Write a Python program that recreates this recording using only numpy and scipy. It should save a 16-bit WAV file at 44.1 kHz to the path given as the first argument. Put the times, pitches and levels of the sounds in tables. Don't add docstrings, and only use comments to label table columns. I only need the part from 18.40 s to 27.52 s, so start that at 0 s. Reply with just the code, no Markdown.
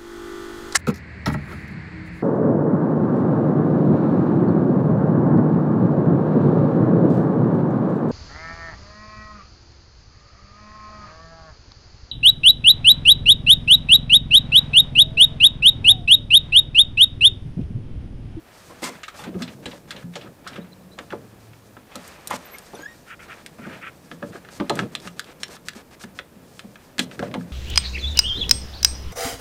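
import sys
import numpy as np
from scipy import signal
from scipy.fft import rfft, irfft
from scipy.io import wavfile
from scipy.ndimage import uniform_filter1d

SR = 44100
rng = np.random.default_rng(int(sys.argv[2]) if len(sys.argv) > 2 else 0)


def dump(signal):
    limited = np.clip(np.atleast_2d(signal).T, -1, 1)
    pcm = np.round(limited * 32767).astype(np.int16)
    wavfile.write(sys.argv[1], SR, pcm)


N = 402191

# frequency in Hz, relative level in dB per Hz.
AIR_COLOUR = [(13, -35), (22, 17.5), (43, 4), (84, 6.5), (172, -15), (371, -7.5), (530, -7), (970, -9.5),
              (1500, -17), (1680, -24), (2210, -23.5), (14300, -23), (15500, -19)]
AIR_DB = -51.5
WHINE_HZ, WHINE_WIDTH_HZ, WHINE_DB = 14805, 12, -78
# start in seconds, start pitch in Hz, end pitch in Hz, length in seconds, level in dB.
BIRD_CHIRPS = [(2.207, 3680, 4080, 0.034, -56), (2.306, 4020, 4050, 0.034, -57),
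               (2.406, 3900, 4100, .03, -60), (2.503, 3840, 4230, 0.076, -60)]
# start in seconds, pitch in Hz, level in dB, time to fall 60 dB
# in seconds, seconds until it is held.
FRAME_HUMS = [(2.19, 186, -45, 4.0, .48), (2.73, 110, -48, 8.0, .78), (5.71, 165, -42, .6, .3),
              (7.354, 200, -46, .4, .3), (7.64, 190, -44, .5, .3), (7.954, 175, -47, .5, .3),
              (8.237, 210, -42, .4, .3)]

# time in seconds, rub level in dB, fine hiss level in dB,
# level of the frame's shudder in dB.
HANDLING_LEVELS = [(0.0, -57, -68, -57), (0.15, -49.5, -60, -57), (0.56, -49, -54.5, -49.5),
                   (0.68, -51, -68, -58), (1.2, -59, -63, -46.5), (1.95, -60.5, -69, -53.5),
                   (2.16, -51, -76, -43), (2.3, -55.5, -68, -49), (3.43, -58, -63.5, -54.5),
                   (3.55, -47.5, -66.5, -53), (4.04, -46, -55.5, -53), (4.75, -56.5, -61.5, -53),
                   (5.76, -56, -63.5, -49.5), (6.25, -48.5, -61, -47.5), (6.6, -56, -63.5, -45.5),
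                   (7.3, -58.5, -72, -53.5), (8.4, -57.5, -65, -52.5), (9.12, -53.5, -61.5, -42)]
# start in seconds, length in seconds, rub in dB, fine hiss in dB.
HAND_STROKES = [(0.42, 0.078, -40.5, -41.5), (.74, 0.12, -48.5, -55), (.84, 0.058, -43.5, -71),
                (3.494, 0.28, -59, -56.5), (3.898, 0.071, -35, -41), (4.127, 0.071, -59, -77),
                (4.341, 0.086, -51.5, -58), (4.83, .2, -51, -74), (5.28, .14, -48, -80),
                (5.921, 0.068, -48, -54), (6.106, 0.08, -62, -52.5), (6.33, 0.082, -44, -55),
                (6.389, 0.056, -43.5, -61), (7.508, 0.048, -51, -55), (7.595, 0.053, -49.5, -52),
                (7.748, 0.058, -59, -57), (8.595, 0.054, -56, -47), (8.708, 0.054, -53, -58.5),
                (8.827, 0.063, -45, -63)]
# start in seconds, length in seconds,
# scrape in dB, fine hiss in dB.
BOARD_SLIDES = [(4.66, 0.094, -46, -67), (4.79, 0.073, -49, -59), (4.88, 0.072, -42, -70),
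                (5.18, 0.22, -44, -67), (5.41, 0.091, -38.5, -62)]
# start in seconds, length in seconds, level in dB.
FRAME_JOLTS = [(.82, 0.31, -41.5), (1.52, 0.12, -52), (1.75, 0.18, -47), (2.7, 0.18, -49), (5.2, 0.18, -44),
               (5.82, 0.11, -43), (6.28, 0.199, -31.5), (8.6, 0.16, -47.5), (8.78, 0.18, -36)]
# frequency in Hz, width in Hz, relative level in dB.
RUB_PEAKS = [(515, 550, 5), (1324, 237, 6.5), (1650, 350, 3.5), (2500, 540, 5), (3100, 2400, -1)]
HISS_PEAKS = [(4130, 2500, 2), (6240, 5100, 1.5), (8830, 1630, 1.5), (12700, 2000, -14.5)]
SLIDE_PEAKS = [(1340, 130, 3), (1800, 350, -1), (2350, 400, -1), (3200, 800, -11)]
SHUDDER_PEAKS = [(81, 18, -17), (123.6, 44, -0.5), (178, 63.7, 2), (225, 54.3, 2.5), (300, 131, -4),
                 (456, 155, -5.5), (606, 172, -10)]
RUB_TOP_HZ, SHUDDER_FLICKER_DB = 3130, 1.5

# time in seconds, pitch in Hz, level in dB.
FULL_SQUEAK = [(4.378, 1540, -52), (4.415, 1560, -50), (4.426, 1600, -58), (4.434, 1650, -43),
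               (4.464, 1680, -44), (4.472, 1800, -53), (4.482, 1870, -47), (4.51, 1870, -50),
               (4.545, 1860, -57)]
THIN_SQUEAK_CURVE = [(4.03, 12000, -77), (4.058, 12103, -56), (4.078, 12300, -70), (4.16, 12150, -48),
                     (4.174, 12200, -65), (4.26, 12129, -71), (4.27, 12500, -81)]
# multiple of the pitch, relative level in dB.
FULL_SQUEAK_TONES = [(1, 0), (2, -13), (3, -18), (4, -22)]
THIN_SQUEAK_TONES = [(1, 3), (.5, -11)]
# start in seconds, start pitch in Hz,
# end pitch in Hz, length in seconds, level in dB.
HIGH_CHIRPS = [(4.13, 2170, 2130, 0.035, -41.5), (4.338, 6000, 6130, .03, -48),
               (4.338, 10100, 10200, 0.026, -50), (4.35, 3580, 3700, 0.012, -45),
               (4.355, 11900, 11800, .04, -61), (4.38, 4280, 4100, 0.018, -48),
               (4.385, 6500, 7000, 0.091, -52), (4.385, 13200, 13400, .06, -59)]

# time in seconds, loudness at the loudest moment in dB, brightness in dB per octave.
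BOARD_KNOCKS = [(0.421, -27.5, -1), (0.487, -37, 2.5), (0.865, -29, -3.5), (0.885, -31, -4.5),
                (0.95, -24.5, -7.5), (1.007, -27.5, -8), (1.257, -32, 0), (1.328, -39, 7),
                (1.632, -31, -24.5), (1.683, -39.5, -18), (1.756, -33, 14), (2.178, -29.5, -5.5),
                (2.589, -50, 5), (2.727, -25, 7.5), (3.365, -41, 9), (3.554, -33, 3.5), (3.928, -32, -1),
                (4.332, -35.5, 6.5), (4.39, -35, 10.5), (5.185, -35, 0), (5.266, -32.5, 0.5),
                (5.711, -37.5, -1.5), (5.824, -26, -1.5), (5.943, -35, -1), (6.199, -16.5, 0.5),
                (6.298, -18.5, 10), (6.421, -25.5, -2), (6.654, -36.5, -8), (7.088, -42, 0),
                (7.352, -37, -5), (7.64, -35, -5), (7.788, -37, 14), (7.954, -40.5, -11),
                (8.239, -35.5, -4), (8.585, -22, -3.5), (8.791, -27, -6), (8.822, -22.5, 3.5),
                (8.946, -23.5, 3), (8.968, -24, -18.5)]
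# time in seconds, loudest level in dB,
# brightness in dB per octave, narrowness in dB per octave squared (below 0 counts as 0),
# time for the chatter to fall 60 dB in seconds (above 0.3 counts as 0.3).
BOARD_SHOVES = [(0.29, -40, -5, 3.5, 0.12), (0.421, -31.5, 12, 7.5, 0.42), (0.78, -37, 4, -1.5, 0.39),
                (1.005, -49, 6, -3, 0.11), (2.572, -37, -2, 2.5, 0.19), (2.705, -40, 1.5, 0, 0.2),
                (3.51, -45, 6, 4, 0.13), (3.899, -21.5, 0.5, 4.5, 0.15), (8.582, -39, -1, -2.5, 0.4)]
# frequency in Hz, relative level in dB, time to fall 60 dB in seconds.
BOARD_MODES = [(118.3, -12.5, 0.23), (174, -4.5, 0.37), (207.4, 7, 0.063), (255.3, -1.5, 0.18),
               (320.4, 3, 0.044), (424, -10.5, 0.13), (460.8, -7.5, 0.18), (487, 1, 0.038),
               (573.6, 0.5, 0.074), (710, 0, 0.034), (875, 1, 0.025), (1013, 0, 0.033), (1180, 6.5, 0.011),
               (1410, -4, 0.022), (1850, -4, 0.011), (2104, -4, 0.023), (2430, 9.5, 0.0028),
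               (3550, -9, 0.024), (4400, -8, 0.01), (6000, 1, 0.0019), (8700, -0.5, 0.0019),
               (13000, -6, 0.0015)]
CLAMP_MODES = [(720, 8, 0.018), (950, -27, 0.011), (1110, -35, 0.0048), (1284, 20.5, 0.014),
               (1657, 19, 0.0094), (2210, -6.5, 0.027), (2520, -4, 0.002), (2910, 18.5, 0.0018),
               (3330, -24, 0.022), (3400, -12, 0.032), (4160, 1, 0.01), (4152, -3.5, 0.011),
               (5000, 9, 0.0014), (5480, -4, 0.0088), (7020, 5, 0.0015), (8060, -6, 0.0082),
               (8470, -8.5, 0.0067), (9210, -8, 0.01), (9900, 0, 0.0011), (12100, -13, 0.0061),
               (13500, -12, 0.0025)]
MODE_SPREAD_DB = 2.5
# delay after the snap in seconds, share of the snap's size.
REBOUNDS = [(.0042, 0.2), (.0075, 0.38)]
KNOCK_T60_S, USUAL_DB = 0.053, -30
LONGER_PER_DB = 0.25
KNOCK_NARROW_DB, NARROW_PER_BRIGHT = 1.5, 0.89

# time in seconds, loudest level in dB.
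TRIGGER_PUMPS = [(1.0209, -29), (1.257, -29.5), (1.5067, -28.5), (1.7554, -30.5), (2.0744, -33),
                 (6.5518, -19.5), (6.7947, -20.5), (7.033, -20), (7.2851, -21.5)]
# time in seconds, loudest level in dB, brightness in dB per octave.
CLAMP_CLICKS = [(0.44, -26.5, 13), (0.5523, -45, 4), (0.633, -32, 6), (0.681, -30.5, 7),
                (0.838, -35.5, 6.5), (0.9425, -48.5, 1), (1.0035, -42, -18), (1.6255, -46.5, -1),
                (1.737, -44, 8), (1.86, -46, -8), (2.066, -33, -16), (2.159, -36, 2), (2.5879, -29.5, 3.5),
                (2.7047, -36, 3.5), (2.7238, -29.5, -4), (3.1327, -47.5, 0), (3.367, -41, -5),
                (3.556, -31, 17.5), (3.678, -39, 29), (3.8734, -25.5, 23), (3.9064, -31.5, 28),
                (4.1842, -36, 21), (4.888, -44, -20), (5.0622, -32, 12.5), (5.251, -36, -13),
                (5.7147, -31, 0.5), (5.827, -29.5, -7.5), (5.932, -41, -14), (5.9562, -36, -7),
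                (6.049, -41, 2.5), (6.0875, -37, 1.5), (6.2005, -27, -3), (6.2964, -18.5, 9),
                (6.355, -34, 18), (6.3723, -33, -1), (6.391, -16.5, 2), (6.6742, -29.5, 3.5),
                (7.1667, -40, 0), (7.6116, -43, 3), (7.638, -36, -5), (7.7893, -24, 3.5),
                (8.1934, -32, 5.5), (8.357, -39, 1.5), (8.5823, -26, 6), (8.5928, -13, 10.5),
                (8.5969, -20.5, 8.5), (8.7134, -36, 2), (8.7929, -25, 2.5), (8.8273, -28.5, -3),
                (8.914, -41, 3), (8.941, -24, 4.5), (9.01, -40.5, -6)]
CLICK_NARROW_DB = 4.5
RATTLE_T60_S, TIGHT_FROM_S = (0.083, 0.032), 2.3
NEAR_FROM_S = 3.45
PUMP_BRIGHT_DB, PUMP_NARROW_DB = (8.5, 10), (6, 5.5)
PUMP_T60_S = (.085, .018)
SNAP = (5.2, 9)
RETURN_S, RETURN_DB, RETURN_NARROW_DB = (.057, .049), (-9, -21), (22, 4.5)
PULL_S, PULL_RUB_DB, PULL_HISS_DB = 0.033, (-51.5, -55.5), (-66, -54.5)
SQUEEZE_AFTER_S, SQUEEZE_S = (.0, 0.064), (.13, 0.073)
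SQUEEZE_RUB_DB, SQUEEZE_HISS_DB = (-50, -47), (-63.5, -52.5)

YARD_DB, YARD_DELAY_S, YARD_T60_S, ECHO_CUT_HZ = -9.5, 0.004, 0.15, 4500
MIC_LOW_HZ, CUTOFF_HZ = 64.7, 16500


def from_db(db):
    return 10 ** (np.asarray(db) / 20)


def rms_one(x):
    return x / np.sqrt(np.mean(x ** 2) + 1e-20)


def in_time(rows):
    s, *columns = np.transpose(rows)
    return [np.interp(np.arange(N) / SR, s, column) for column in columns]


def drift(rate):
    r = np.exp(-80 * np.pi * rate / SR)
    noise = rng.standard_normal(N // 40 + 2002)
    slow = rms_one(signal.lfilter([1], [1, -2 * r, r * r], noise)[2000:])
    return np.interp(np.arange(N) / 40, np.arange(len(slow)), slow)


def resonate(x, peaks):
    out = 0
    for k, (hz, width, level_db) in enumerate(peaks):
        r = np.exp(-np.pi * width / SR)
        poles = [1, -2 * r * np.cos(2 * np.pi * hz / SR), r * r]
        zeros = [(1 - r * r) / 2, 0, (r * r - 1) / 2]
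        out = out + (-1) ** k * from_db(level_db) * signal.lfilter(zeros, poles, x)
    return rms_one(out)


def by_place(s, pair):
    return pair[int(s > NEAR_FROM_S)]


def air():
    hz = np.maximum(np.fft.rfftfreq(N + 1, 1 / SR), 1)
    colour_hz, colour_db = np.transpose(AIR_COLOUR)
    shape = from_db(np.interp(np.log(hz), np.log(colour_hz), colour_db))
    hiss = rms_one(irfft(rfft(rng.standard_normal(N + 1)) * shape)[:N])
    peak = [(WHINE_HZ, WHINE_WIDTH_HZ, 0)]
    whine = resonate(resonate(rng.standard_normal(N), peak), peak)
    return from_db(AIR_DB) * hiss + from_db(WHINE_DB) * whine


def whistles(rows, waver, flicker_db):
    out = np.zeros(N)
    bend = 1 + waver * drift(150)
    for s, from_hz, to_hz, length, level_db in rows:
        t = np.arange(int(length * SR)) / SR
        span = slice(int(s * SR), int(s * SR) + len(t))
        pitch_hz = (from_hz + (to_hz - from_hz) * t / length) * bend[span]
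        phase = 2 * np.pi * np.cumsum(pitch_hz) / SR
        out[span] += from_db(level_db) * np.sin(np.pi * t / length) * np.sin(phase)
    return out * from_db(flicker_db * drift(100))


def bird():
    return whistles(BIRD_CHIRPS, waver=.003, flicker_db=6.0)


def hums():
    out = np.zeros(N)
    for s, hz, level_db, t60, free_s in FRAME_HUMS:
        t = np.maximum(np.arange(N) / SR - s, 0)
        free = (1 - np.exp(-t / 0.011)) * np.exp(-(t / free_s) ** 8)
        out += from_db(level_db - 60 * t / t60) * free * np.sin(2 * np.pi * hz * t)
    return out * from_db(2.5 * drift(5.0))


def rubbing(gain, peaks, grains_per_s, grain_db, flicker_db):
    sizes = from_db(grain_db * np.minimum(rng.exponential(1, N), 4)) * rng.choice([-1, 1], N)
    grains = sizes * (rng.random(N) < grains_per_s / SR)
    return gain * from_db(flicker_db * drift(8.8)) * resonate(grains, peaks)


def strokes(rows, softness):
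    t, gains = np.arange(N) / SR, 0
    for start, length, *levels_db in rows:
        pressure = np.sin(np.pi * np.clip((t - start) / length, 0, 1)) ** softness
        gains = gains + from_db(levels_db)[:, None] * pressure
    return gains


def pump_strokes():
    rows = []
    for s, _ in TRIGGER_PUMPS:
        rows.append((s - PULL_S, PULL_S, by_place(s, PULL_RUB_DB), by_place(s, PULL_HISS_DB)))
        rows.append((s + by_place(s, SQUEEZE_AFTER_S), by_place(s, SQUEEZE_S),
                     by_place(s, SQUEEZE_RUB_DB), by_place(s, SQUEEZE_HISS_DB)))
    return rows


def handling():
    rub, hiss, shudder = from_db(in_time(HANDLING_LEVELS))
    rub_strokes, hiss_strokes = strokes(list(HAND_STROKES) + pump_strokes(), softness=0.31)
    scrape, hiss_slides = strokes(BOARD_SLIDES, softness=0.58)
    jolts = strokes(FRAME_JOLTS, softness=0.37)[0]
    out = rubbing(rub + rub_strokes, RUB_PEAKS, grains_per_s=4000, grain_db=1.0, flicker_db=1.26)
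    out += rubbing(scrape, SLIDE_PEAKS, grains_per_s=2000, grain_db=-0.5, flicker_db=3.5)
    out = signal.sosfilt(signal.butter(2, RUB_TOP_HZ, fs=SR, output="sos"), out)
    out += rubbing(hiss + hiss_strokes + hiss_slides, HISS_PEAKS,
                   grains_per_s=12000, grain_db=3.5, flicker_db=3.0)
    out += rubbing(shudder + jolts, SHUDDER_PEAKS,
                   grains_per_s=1500, grain_db=0.5, flicker_db=SHUDDER_FLICKER_DB)
    return out


def squeak(rows, orders, waver, flicker_db):
    pitch_hz, level_db = in_time(rows)
    phase = 2 * np.pi * np.cumsum(pitch_hz * (1 + waver * drift(48))) / SR
    start, end = rows[0][0], rows[-1][0]
    grip = np.interp(np.arange(N) / SR, [start - .01, start, end, end + .01], [0, 1, 1, 0])
    tone = sum(from_db(db + flicker_db * drift(36)) * np.sin(k * phase) for k, db in orders)
    return np.sqrt(2) * grip * from_db(level_db) * tone


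def squeaks():
    out = squeak(FULL_SQUEAK, FULL_SQUEAK_TONES, waver=.008, flicker_db=4)
    return out + squeak(THIN_SQUEAK_CURVE, THIN_SQUEAK_TONES, waver=0.0021, flicker_db=5.0)


def high_chirps():
    return whistles(HIGH_CHIRPS, waver=.02, flicker_db=4.5)


def blows(events, modes, pivot_hz, rise_s, snap, least_narrow_db=0, size=16384):
    s, peak_db, bright_db, narrow_db, chatter_t60 = np.transpose(events)[:, :, None]
    hz, level_db, t60 = np.transpose(modes)[:, :, None]
    t = np.arange(size) / SR
    signs = (-1) ** np.arange(len(hz))[:, None]
    ringing = rfft(signs * from_db(-60 * t / t60) * np.sin(2 * np.pi * hz * t))
    octaves = np.log2(hz.T / pivot_hz)
    tilt_db = bright_db * octaves - np.maximum(narrow_db, least_narrow_db) * octaves ** 2
    chance_db = MODE_SPREAD_DB * rng.standard_normal((len(s), len(hz)))
    strengths = from_db(level_db.T + tilt_db + chance_db)
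    swell = (1 - np.exp(-(t / rise_s) ** 2)) * from_db(-60 * t / np.clip(chatter_t60, 1e-3, .3))
    contacts = rng.standard_normal((len(s), size)) * swell
    contacts[:, 0] = snap
    for lag_s, share in REBOUNDS:
        contacts[:, int(lag_s * SR)] += share * snap
    sounds = irfft(rfft(contacts) * (strengths @ ringing))
    loudest = np.sqrt(uniform_filter1d(sounds ** 2, size=180, axis=1).max(axis=1))
    gains = from_db(peak_db[:, 0]) / loudest
    out = np.zeros(N + size)
    for start, sound, gain in zip((s[:, 0] * SR).astype(int), sounds, gains):
        out[start:start + size] += gain * sound
    return out[:N]


def boards():
    knocks = []
    for s, db, bright in BOARD_KNOCKS:
        narrow = KNOCK_NARROW_DB + NARROW_PER_BRIGHT * bright
        chatter_t60 = KNOCK_T60_S * from_db(LONGER_PER_DB * (db - USUAL_DB))
        knocks.append((s, db, bright, narrow, chatter_t60))
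    out = blows(knocks, BOARD_MODES, pivot_hz=428, rise_s=0.0026, snap=4.06, least_narrow_db=2)
    return out + blows(BOARD_SHOVES, BOARD_MODES, pivot_hz=1300, rise_s=0.0088, snap=0.11)


def clamp():
    rows = []
    for s, db, bright in CLAMP_CLICKS:
        rows.append((s, db, bright, CLICK_NARROW_DB, RATTLE_T60_S[int(s > TIGHT_FROM_S)]))
    for s, db in TRIGGER_PUMPS:
        bright, t60 = by_place(s, PUMP_BRIGHT_DB), by_place(s, PUMP_T60_S)
        rows.append((s, db, bright, by_place(s, PUMP_NARROW_DB), t60))
        rows.append((s + by_place(s, RETURN_S), db + by_place(s, RETURN_DB), bright,
                     by_place(s, RETURN_NARROW_DB), t60))
    snaps = np.array([by_place(row[0], SNAP) for row in rows])
    return blows(rows, CLAMP_MODES, pivot_hz=3060, rise_s=0.00015, snap=snaps)


def yard(x):
    t = np.arange(SR // 2) / SR
    fade = from_db(-60 * t / YARD_T60_S) * (1 - np.exp(-(t / YARD_DELAY_S) ** 2))
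    scatter = rng.standard_normal(len(t)) * fade
    dull = signal.sosfilt(signal.butter(1, ECHO_CUT_HZ, fs=SR, output="sos"), x)
    return from_db(YARD_DB) * signal.fftconvolve(dull, scatter / np.linalg.norm(scatter))[:N]


def scene():
    background = air() + bird() + hums()
    friction = handling() + squeaks()
    hits = boards() + clamp()
    return (background + friction + high_chirps() + hits + yard(hits))[None]


def record(dry):
    thin = signal.sosfilt(signal.butter(2, MIC_LOW_HZ, "high", fs=SR, output="sos"), dry)
    return signal.sosfilt(signal.cheby2(12, 70, CUTOFF_HZ, fs=SR, output="sos"), thin)


dry = scene()
out = record(dry)
dump(out)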